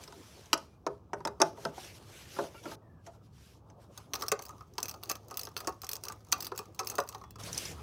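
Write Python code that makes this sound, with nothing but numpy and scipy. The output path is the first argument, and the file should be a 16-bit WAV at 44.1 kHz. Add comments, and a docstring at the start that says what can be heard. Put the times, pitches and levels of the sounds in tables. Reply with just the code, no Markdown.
"""Low garage rumble, faint hum and sleeve rustle, then a screwdriver tip tapping a bolt head on a bracket.
Faint thin tones come and go; later a ratchet wrench clicks on a hose clamp, then a loose clamp is handled.
Contacts: noise bursts ring steel modes and push into panel modes, with engine-bay reflections.
Rubbing and air: shaped noise. Hum and thin tones: wandering sines.
"""
import sys
import numpy as np
from scipy import signal
from scipy.io import wavfile
from scipy.ndimage import uniform_filter1d

SR = 44100
rng = np.random.default_rng(int(sys.argv[2]) if len(sys.argv) > 2 else 0)


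def wrap_up_sound(samples):
    """Save the sound to the file named by the first command line argument, as 16-bit audio."""
    columns = np.atleast_2d(samples).T
    # keep every value between -1 and 1, then stretch to whole-number steps
    tamed = np.clip(columns, -1, 1)
    steps = np.round(tamed * 32767).astype(np.int16)
    wavfile.write(sys.argv[1], SR, steps)


N = 344862

# garage rumble and hum breakpoints: time_s, rumble_lift_db, hum_rms_db
GARAGE_LEVELS = [(0, -0.5, -74), (3.899, -1, -62.5), (4.101, -1, -62.5), (7.2, -3, -60.5), (7.45, 8, -53.5),
                 (7.82, 7, -73)]
# relative noise spectra of air, cloth and scuffing skin: freq_hz, density_db_per_hz
AIR_SPECTRUM = [(12, -37), (20, -23), (70, 7), (163, 1), (285, -9.5), (607, -22.5), (780, -22),
                (1480, -34.5), (1660, -30), (1860, -41.5), (2390, -36), (11800, -53), (16000, -45.5)]
CLOTH_SPECTRUM = [(880, -21), (1500, -0.5), (1900, -3), (3060, -1), (5600, -5.5), (8660, -9), (10500, -9),
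                  (15100, -15), (16000, -29.5)]
SCUFF_SPECTRUM = [(150, -25), (300, 7), (600, 1), (1250, -3), (1800, -33), (3000, -35.5)]
# sleeve and hand movements: start_s, end_s, rustle_db
MOVES = [(0, .06, -55.5), (0, .56, -60.5), (.56, .66, -63.5), (.66, .76, -78), (.88, .97, -75),
         (1.14, 1.24, -72.5), (1.28, 1.35, -74), (1.42, 1.5, -58), (1.57, 1.7, -57), (1.745, 1.92, -52.5),
         (1.93, 1.99, -57), (1.99, 2.07, -63.5), (2.07, 2.3, -56), (2.28, 2.48, -51.5), (2.5, 2.64, -61.5),
         (2.63, 2.78, -54), (3.06, 3.08, -60), (3.11, 3.17, -71.5), (3.23, 3.28, -73), (3.34, 3.57, -65),
         (3.67, 3.73, -80.5), (3.8, 3.86, -69), (3.92, 4.06, -65), (4.1, 7.36, -77.5), (7.39, 7.42, -51),
         (7.43, 7.51, -46), (7.52, 7.72, -44), (7.73, 7.85, -60.5)]
# skin on metal, one sub-table a stretch: time_s, level_db
SCUFF_STRETCHES = [
    [(0, -53.5), (.2, -62.5), (.5, -60.5), (1.1, -65.5), (1.35, -60.5), (1.7, -53), (1.95, -62),
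     (2.3, -61.5), (2.42, -45.5), (2.58, -68), (2.68, -46), (2.752, -53)],
    [(2.758, -63), (3.5, -68), (4.0, -58.5), (4.1, -84)],
    [(7.385, -52), (7.56, -51.5), (7.82, -55.5)],
]
# section boundaries no movement sounds across: time_s
BOUNDARIES_S = (2.755, 7.385)
# screwdriver and fingers on the bolt, at the end a loose clamp in the hands:
# start_s, tick_db, thud_db, contact_ms (nominal peak levels)
TAPS = [(0.0372, -37.5, -57, 0.64), (0.0762, -43.5, -48, 7.6), (0.1234, -45.5, -41.5, 1.9),
        (0.458, -47, -60.5, 0.91), (0.5306, -11, -15.5, 0.93), (0.5766, -38, -40, 2.9),
        (0.8655, -30, -20.5, 0.67), (1.1322, -38.5, -22, 0.4), (1.2042, -57, -39.5, 1.3),
        (1.2509, -27.5, -25, 0.39), (1.273, -33, -25, 0.81), (1.4011, -32.5, -21, 1.1),
        (1.4104, -38, -18, 3.6), (1.4172, -10, -14.5, 1.35), (1.5734, -60, -40, 3.5),
        (1.6512, -29.5, -21, 2), (1.7773, -53, -35, 3.3), (2.3634, -51, -36, 1.6), (2.3873, -42, -21, 2.8),
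        (2.4389, -44, -35, 0.86), (2.5439, -61, -44.5, 0.62), (2.637, -45, -48, 1.7),
        (2.6554, -47, -31, 1.3), (2.7136, -44.5, -35, 2.9), (3.064, -50, -43, 4.7), (3.3807, -59, -62, 0.5),
        (3.7001, -55, -50.5, 2.5), (7.3964, -49.5, -47.5, 2.7), (7.4044, -55, -48, 1.2),
        (7.435, -37.5, -50, 1.9), (7.5293, -30, -58, 0.77), (7.5462, -33.5, -66, 1.4),
        (7.5769, -21.5, -52, 0.48), (7.5846, -31, -58, 0.96), (7.6522, -34, -44, 1.8)]
# resonances of screwdriver shaft and bracket: freq_hz, level_db, t60_s
SHAFT_MODES = [(2490, -6, 0.012), (3520, -9, 0.016), (5057, -2, 0.007), (5526, -0.5, 0.022),
               (6100, 0, 0.0054), (7560, -4, 0.012), (8200, -10, 0.0066), (10410, -7, 0.012)]
BRACKET_MODES = [(151.1, -9.5, 0.48), (233, -9.5, 0.28), (311.8, 0, 0.11), (388, -4.5, 0.2),
                 (506, -8.5, 0.18), (621, -1, 0.14), (798, -5, 0.078), (890, 6, 0.071), (1016, -15, 0.12),
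                 (1247, -3, 0.048), (1354, -4.5, 0.02), (2070, -25, 0.0089)]
# faint thin tones: start_s, end_s, start_hz, end_hz, level_db, fuzz_0_to_1
WHINES = [(.66, .78, 2430, 2430, -78, .7), (2.54, 2.6, 1340, 1420, -59, .6),
          (2.542, 2.62, 2350, 2300, -61, .6), (2.545, 2.6, 2850, 2700, -63, .6),
          (2.8, 3.04, 1900, 1600, -76, 1), (3.12, 3.25, 1400, 1280, -73, 1),
          (7.22, 7.4, 3400, 3400, -74, .3)]
# socket knocks on the clamp screw: start_s, tick_db, thud_db, contact_ms (nominal peak levels)
KNOCKS = [(3.9761, -39, -46.5, 3.4), (4.1352, -24.5, -33, 0.91), (4.1535, -31, -39.5, 2),
          (4.1976, -51, -43, 2.6), (4.2217, -30, -29.5, 2.9), (4.2354, -42, -32.5, 1.1),
          (4.3173, -21.5, -17.5, 1.8), (4.3918, -40, -36, 1.4), (4.4921, -45.5, -40.5, 1.9),
          (4.6074, -55, -41, 2), (4.7815, -29, -30, 2.5), (4.8829, -31.5, -44, 0.79),
          (4.94, -45.5, -40.5, 1.8), (5.0291, -46, -44, 1.2), (5.0971, -25.5, -31, 1.7),
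          (5.1087, -34, -35, 1.1), (5.1536, -40.5, -45, 1.2), (5.3101, -39, -38, 1.4),
          (5.471, -39, -38.5, 0.65), (5.5656, -29, -34, 0.66), (5.604, -36.5, -40.5, 1.5),
          (5.6725, -28.5, -26, 6.5), (5.8337, -44, -35.5, 1.5), (5.8444, -35.5, -44, 2.8),
          (6.0978, -46, -36.5, 1.3), (6.122, -41.5, -40.5, 0.84), (6.324, -18, -25.5, 1.3),
          (6.5181, -43.5, -30.5, 0.59), (6.5901, -30.5, -33.5, 0.94), (6.7918, -28, -27, 7.6),
          (6.9408, -54, -41, 1.2), (6.983, -30.5, -17.5, 2.7), (7.147, -42.5, -34.5, 1.1),
          (7.2133, -57, -43, 2.9), (7.2381, -53, -39, 2.5), (7.357, -49.5, -44, 1.2)]
# light ticks in the wrench head, mostly the pawl dropping over teeth: start_s, tick_db
TICKS = [(4.158, -31), (4.2125, -42), (4.2825, -26), (4.4213, -38), (4.4527, -38.5), (4.464, -45),
         (4.737, -56), (4.8028, -37), (4.829, -24.5), (4.8564, -33.5), (4.8946, -33.5), (4.912, -38),
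         (5.035, -33.5), (5.057, -46), (5.0926, -37), (5.1137, -25.5), (5.247, -62), (5.283, -48),
         (5.3423, -40), (5.372, -25.5), (5.3932, -31), (5.4128, -35), (5.4334, -34), (5.452, -36),
         (5.5756, -34.5), (5.589, -42), (5.8179, -34), (5.8675, -37.5), (5.891, -28), (5.914, -30.5),
         (5.9322, -27.5), (5.9543, -32.5), (5.9659, -33.5), (6.0366, -33.5), (6.0526, -34.5), (6.084, -29),
         (6.248, -55.5), (6.3183, -31), (6.3799, -46), (6.4052, -28), (6.4241, -31), (6.4462, -32.5),
         (6.455, -37), (6.4678, -31), (6.56, -44.5), (6.577, -30.5), (6.7473, -46), (6.847, -44),
         (6.8713, -27), (6.8992, -28), (6.954, -35), (7.0018, -32), (7.0367, -48), (7.0756, -46),
         (7.0891, -33), (7.3074, -43)]
# wrench handle swings, to and fro: start_s, end_s, grinding_db
SWINGS = [(4.14, 4.27, -59.5), (4.33, 4.63, -71), (4.79, 4.95, -64.5), (5.05, 5.15, -62.5),
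          (5.3, 5.48, -64), (5.58, 5.72, -63.5), (5.84, 5.98, -70), (6.04, 6.14, -62), (6.31, 6.47, -61),
          (6.56, 6.65, -62.5), (6.8, 7.0, -60.5), (7.05, 7.22, -67)]
# resonances of wrench and the sheet metal behind it: freq_hz, level_db, t60_s
WRENCH_MODES = [(2598, -9, 0.085), (4214, -3, 0.044), (4820, 8.5, 0.014), (5480, 5.5, 0.012),
                (6240, 15, 0.0067), (7890, -4.5, 0.049), (10680, 0, 0.027), (12280, 6, 0.0073),
                (12600, -48, .012), (14500, 11, .02)]
TANK_MODES = [(381, -6, 0.13), (452, -4.5, 0.1), (538.6, -3.5, 0.098), (767, 2.5, 0.051), (965, 4, 0.045),
              (1102, -3.5, 0.032), (1191, 8, 0.064), (1322, 2, 0.032), (1720, -19, 0.027),
              (2440, -17, 0.007)]

AIR_DB, HUM_HZ = -57, 105.2
MOVE_RISE_DB_PER_S, MOVE_FALL_DB_PER_S = 497.5, 358
SWING_RISE_DB_PER_S, SWING_FALL_DB_PER_S = 248, 176
ARCH_DB = 7.5  # a movement's middle above its ends
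HEAVY_DB_PER_DB = 0.11  # extra dull knock per dB of thud: hard blows wake more of the panel
EVEN_DB = 22.5  # a thud this far above a light one no longer favours the panel's strongest modes
TICK_THUD_DB, TICK_MS = -19, 1.14  # thud relative to tick: a tick barely reaches the panel
# chance rattles of loose parts, following swing strength
RATTLE_DB, RATTLE_SLOPE_DB_PER_DB, RATTLE_SPREAD_DB, RATTLE_THUD_DB = 17.5, 0.99, 1, 2


def gain_of(db):
    """Decibels to amplitude gain."""
    return 10 ** (np.asarray(db) / 20)


def evened(x):
    """Scales to rms 1."""
    return x / np.sqrt(np.mean(x ** 2) + 1e-20)


def add(mix, start_s, sound):
    """Adds a sound into the mix, in place."""
    part = mix[round(start_s * SR):][:len(sound)]
    part += sound[:len(part)]


def noise(spectrum, patchy_db, size=512):
    """Random short-time spectra with drifting strong and weak patches, rms 1."""
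    frames, hz = 4 * N // size + 5, np.fft.rfftfreq(size, 1 / SR)
    real, imag, patches = rng.standard_normal((frames, len(hz), 3)).T
    patches = uniform_filter1d(patches, size=8, axis=0)  # over frequency
    patches = evened(uniform_filter1d(patches, size=14, axis=1))  # over time
    spectrum_hz, spectrum_db = np.transpose(spectrum)
    colour_db = np.interp(np.log(hz + 1), np.log(spectrum_hz + 1), spectrum_db)[:, None]
    spectra = (real + 1j * imag) * gain_of(colour_db + patchy_db * patches)
    return evened(signal.istft(spectra, nperseg=size, noverlap=3 * size // 4)[1][:N])


def garage():
    """Rumbling air as low-weighted noise, plus a sine hum of slightly wavering pitch."""
    time_s, lift_db, hum_db = np.transpose(GARAGE_LEVELS)
    t = np.arange(N) / SR
    waver = uniform_filter1d(rng.standard_normal(N), size=3000)
    waver = evened(uniform_filter1d(waver, size=3000))
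    hum_hz = HUM_HZ + 1.4 * waver
    hum = np.sqrt(2) * np.sin(2 * np.pi * np.cumsum(hum_hz) / SR)  # rms 1
    air = noise(AIR_SPECTRUM, 0.76, size=4096) * gain_of(AIR_DB + np.interp(t, time_s, lift_db))
    return air + hum * gain_of(np.interp(t, time_s, hum_db))


def moving(rows, rise_db_per_s, fall_db_per_s):
    """Gain over time of movements that swell in, arch and fade; powers add."""
    t, power = np.arange(0, N, 32) / SR, 0
    for start_s, end_s, level_db in rows:
        across = np.clip((2 * t - start_s - end_s) / (end_s - start_s), -1, 1)
        shape_db = level_db - ARCH_DB * across ** 2
        shape_db -= rise_db_per_s * np.maximum(start_s - t, 0)
        shape_db -= fall_db_per_s * np.maximum(t - end_s, 0)
        same_section = np.digitize(t, BOUNDARIES_S) == np.digitize(start_s, BOUNDARIES_S)
        power = power + gain_of(2 * shape_db) * same_section
    return np.repeat(np.sqrt(power), 32)[:N]


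def level(stretches):
    """Gain over time from stretches of time_s, level_db; silent between them."""
    t = np.arange(N) / SR
    return sum(gain_of(np.interp(t, *np.transpose(rows), left=-200, right=-200)) for rows in stretches)


def ring(modes, contact, spread, size):
    """A contact force rings a clump of close modes round each listed one, random in sign; peak 1."""
    hz, db, t60_s = np.repeat(np.transpose(modes), 9, axis=1)[:, :, None]
    t = np.arange(size) / SR
    spot, detune, damp = rng.uniform(-1, 1, (3, len(hz), 1))  # the spot struck picks the signs
    decay_db = db - 60 * t / t60_s * (1 + 0.29 * damp)
    tones = np.sin(2 * np.pi * hz * (1 + spread * detune) * t)
    ringing = np.sign(spot) * gain_of(decay_db) * tones
    sound = signal.fftconvolve(contact, ringing.sum(0))
    return sound / abs(sound).max()


def rubbing():
    """Cloth hisses in small uneven slips, the wrench head grinds, skin scuffs dully."""
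    slips = uniform_filter1d(rng.exponential(1, N) ** 2 - 2, size=150)
    hiss = evened(noise(CLOTH_SPECTRUM, 2.2) * gain_of(0.73 * evened(slips)))

    grain_gain = gain_of(6.5 * np.minimum(rng.exponential(1, N), 5.5))
    grain_hits = rng.random(N) < 1500 / SR  # mean 1500 grains per second
    grit = grain_gain * grain_hits * rng.standard_normal(N)
    grind = evened(ring(WRENCH_MODES, grit, 0.128, size=400)[:N])
    grind = grind + gain_of(-5.5) * hiss  # the sleeve moves with each stroke

    stroke = moving(SWINGS, SWING_RISE_DB_PER_S, SWING_FALL_DB_PER_S)
    scuffing = level(SCUFF_STRETCHES) + gain_of(-17.5) * stroke ** 0.57  # strokes drag on the clamp
    rustle = hiss * moving(MOVES, MOVE_RISE_DB_PER_S, MOVE_FALL_DB_PER_S)
    return rustle + grind * stroke + noise(SCUFF_SPECTRUM, 3.9) * scuffing


def strikes(events, tool, panel, crack_db, crack_hz, spread, panel_spread, dulling):
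    """Rough steel contacts: a wide crack, the tool's ring, and a slower push into the panel."""
    out, t = np.zeros(N), np.arange(1500) / SR
    knock_band = signal.butter(4, [220, 1600], "band", fs=SR, output="sos")
    for start_s, tick_db, thud_db, contact_ms in events:
        tool_grit, panel_grit, loose_grit = rng.standard_normal((3, len(t)))
        decay = t * 1000 / np.clip(contact_ms, .1, 9)

        # a cushioned blow, more thud than tick, is duller
        top_hz = np.clip(crack_hz * gain_of(dulling * (tick_db - thud_db)), 2000, 18000)
        # loose parts rattle on
        chatter = 0.34 * evened(uniform_filter1d(loose_grit, size=40)) ** 2 * np.exp(-t / 0.0045)
        force = (1 - np.exp(-t / 0.00014)) * (np.exp(-decay) + chatter)
        blow = tool_grit * force + 3.72 * (t == t[12])  # one clean blow in the grit
        contact = signal.lfilter(*signal.butter(1, top_hz, fs=SR), blow)
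        crack = signal.lfilter(*signal.butter(1, 1500, "high", fs=SR), contact)
        add(out, start_s, gain_of(tick_db + crack_db) * crack / abs(crack).max())
        add(out, start_s, gain_of(tick_db) * ring(tool, contact, spread, size=1500))

        # many damped panel modes die at once
        knock = panel_grit * (1 - np.exp(-t / 0.003)) * np.exp(-t / 0.0054)
        knock = signal.sosfilt(knock_band, knock)
        knock_db = thud_db + HEAVY_DB_PER_DB * (thud_db + 35) - 6.0
        add(out, start_s, gain_of(knock_db) * knock / abs(knock).max())

        # the few clear panel modes ring on
        push = panel_grit * (1 - np.exp(-t / 0.0012)) * np.exp(-decay * 0.51)
        push = np.diff(push + 1.36 * (t == t[40]))
        push = signal.lfilter([1], [1, -.9], push)
        favour = np.clip(1 - (thud_db + 39.5) / EVEN_DB, 0, 1)
        modes = [(hz, min(db, db * favour), t60_s) for hz, db, t60_s in panel]
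        ring_db = thud_db - HEAVY_DB_PER_DB * (thud_db + 43) / 2
        add(out, start_s, gain_of(ring_db) * ring(modes, push, panel_spread, size=5000))
    return out


def screwdriver():
    """Tip and finger contacts ring the shaft and thud into the bracket."""
    return strikes(TAPS, SHAFT_MODES, BRACKET_MODES, crack_db=-2.5, crack_hz=5500,
                   spread=0.16, panel_spread=0.114, dulling=0.24)


def bay(x, t60_s=0.2, treble_t60_s=0.078, late_t60_s=0.37):
    """Dense engine-bay reflections, treble dying sooner, with a fainter garage tail."""
    t = np.arange(SR // 2) / SR
    low, high, late = rng.standard_normal((3, len(t))) * (1 - np.exp(-t / 0.00098))
    low = signal.lfilter(*signal.butter(2, 1800, fs=SR), low) * gain_of(5.5 - 60 * t / t60_s)
    high = high * gain_of(-60 * t / treble_t60_s)
    late = signal.lfilter(*signal.butter(1, [3500, 7000], "band", fs=SR), late)
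    late = late * gain_of(-13.5 - 60 * t / late_t60_s)
    tail = low + high + late
    return signal.fftconvolve(x, tail / np.linalg.norm(tail))[:N]


def whines():
    """Faint thin gliding sines, fuzzed by random amplitude and pitch."""
    out = np.zeros(N)
    for start_s, end_s, start_hz, end_hz, level_db, rough in WHINES:
        count = round((end_s - start_s) * SR)
        drift = evened(uniform_filter1d(rng.standard_normal((2, SR)), size=300))
        fuzz, wander = drift[:, :count]
        pitch_hz = np.linspace(start_hz, end_hz, count) * (1 + .016 * rough * wander)
        tone = np.sin(2 * np.pi * np.cumsum(pitch_hz) / SR)
        fade = signal.windows.tukey(count, .25)
        add(out, start_s, gain_of(level_db) * (1 + rough * fuzz) * tone * fade)
    return out


def wrench_contacts(count=32):
    """Rows of socket knocks, head ticks, and chance rattles as loud as the swing is strong."""
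    when, size = rng.random((count, 2)).T
    first_s, last_s = SWINGS[0][0], SWINGS[-1][1]
    rattle_s = first_s + (np.arange(count) + when) / count * (last_s - first_s)
    stroke = moving(SWINGS, SWING_RISE_DB_PER_S, SWING_FALL_DB_PER_S)
    swing = stroke[(rattle_s * SR).astype(int)]
    rattle_db = 20 * RATTLE_SLOPE_DB_PER_DB * np.log10(swing) + RATTLE_DB
    rattle_db = rattle_db + RATTLE_SPREAD_DB * (2 * size - 1)
    ticks = [(s, db, db + TICK_THUD_DB, TICK_MS) for s, db in TICKS]
    rattles = [(s, db, db + RATTLE_THUD_DB, TICK_MS) for s, db in zip(rattle_s, rattle_db)]
    return KNOCKS + ticks + rattles


def wrench():
    """Ratchet and socket contacts ring the wrench and thud into the sheet metal."""
    return strikes(wrench_contacts(), WRENCH_MODES, TANK_MODES, crack_db=4, crack_hz=7000,
                   spread=0.056, panel_spread=0.087, dulling=0.38)


def scene():
    """Sums garage, rubbing, tools, their reflections and thin tones."""
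    taps, clicks = screwdriver(), wrench()
    reflections = bay(gain_of(-16.5) * taps + gain_of(-14) * clicks)
    return (garage() + rubbing() + taps + reflections + whines() + clicks)[None]


def record(dry):
    """The microphone's bass cut and port resonance, then a band limit."""
    thin = signal.sosfilt(signal.butter(4, 52, "high", fs=SR, output="sos"), dry)
    port = thin + 0.58 * signal.lfilter(*signal.iirpeak(5700, 3.5, fs=SR), thin)
    band_limit = signal.firwin(255, 16100, window=("kaiser", 9), fs=SR)  # low-pass, Hz
    return signal.oaconvolve(port, band_limit[None], "same")


dry = scene()
out = record(dry)
wrap_up_sound(out)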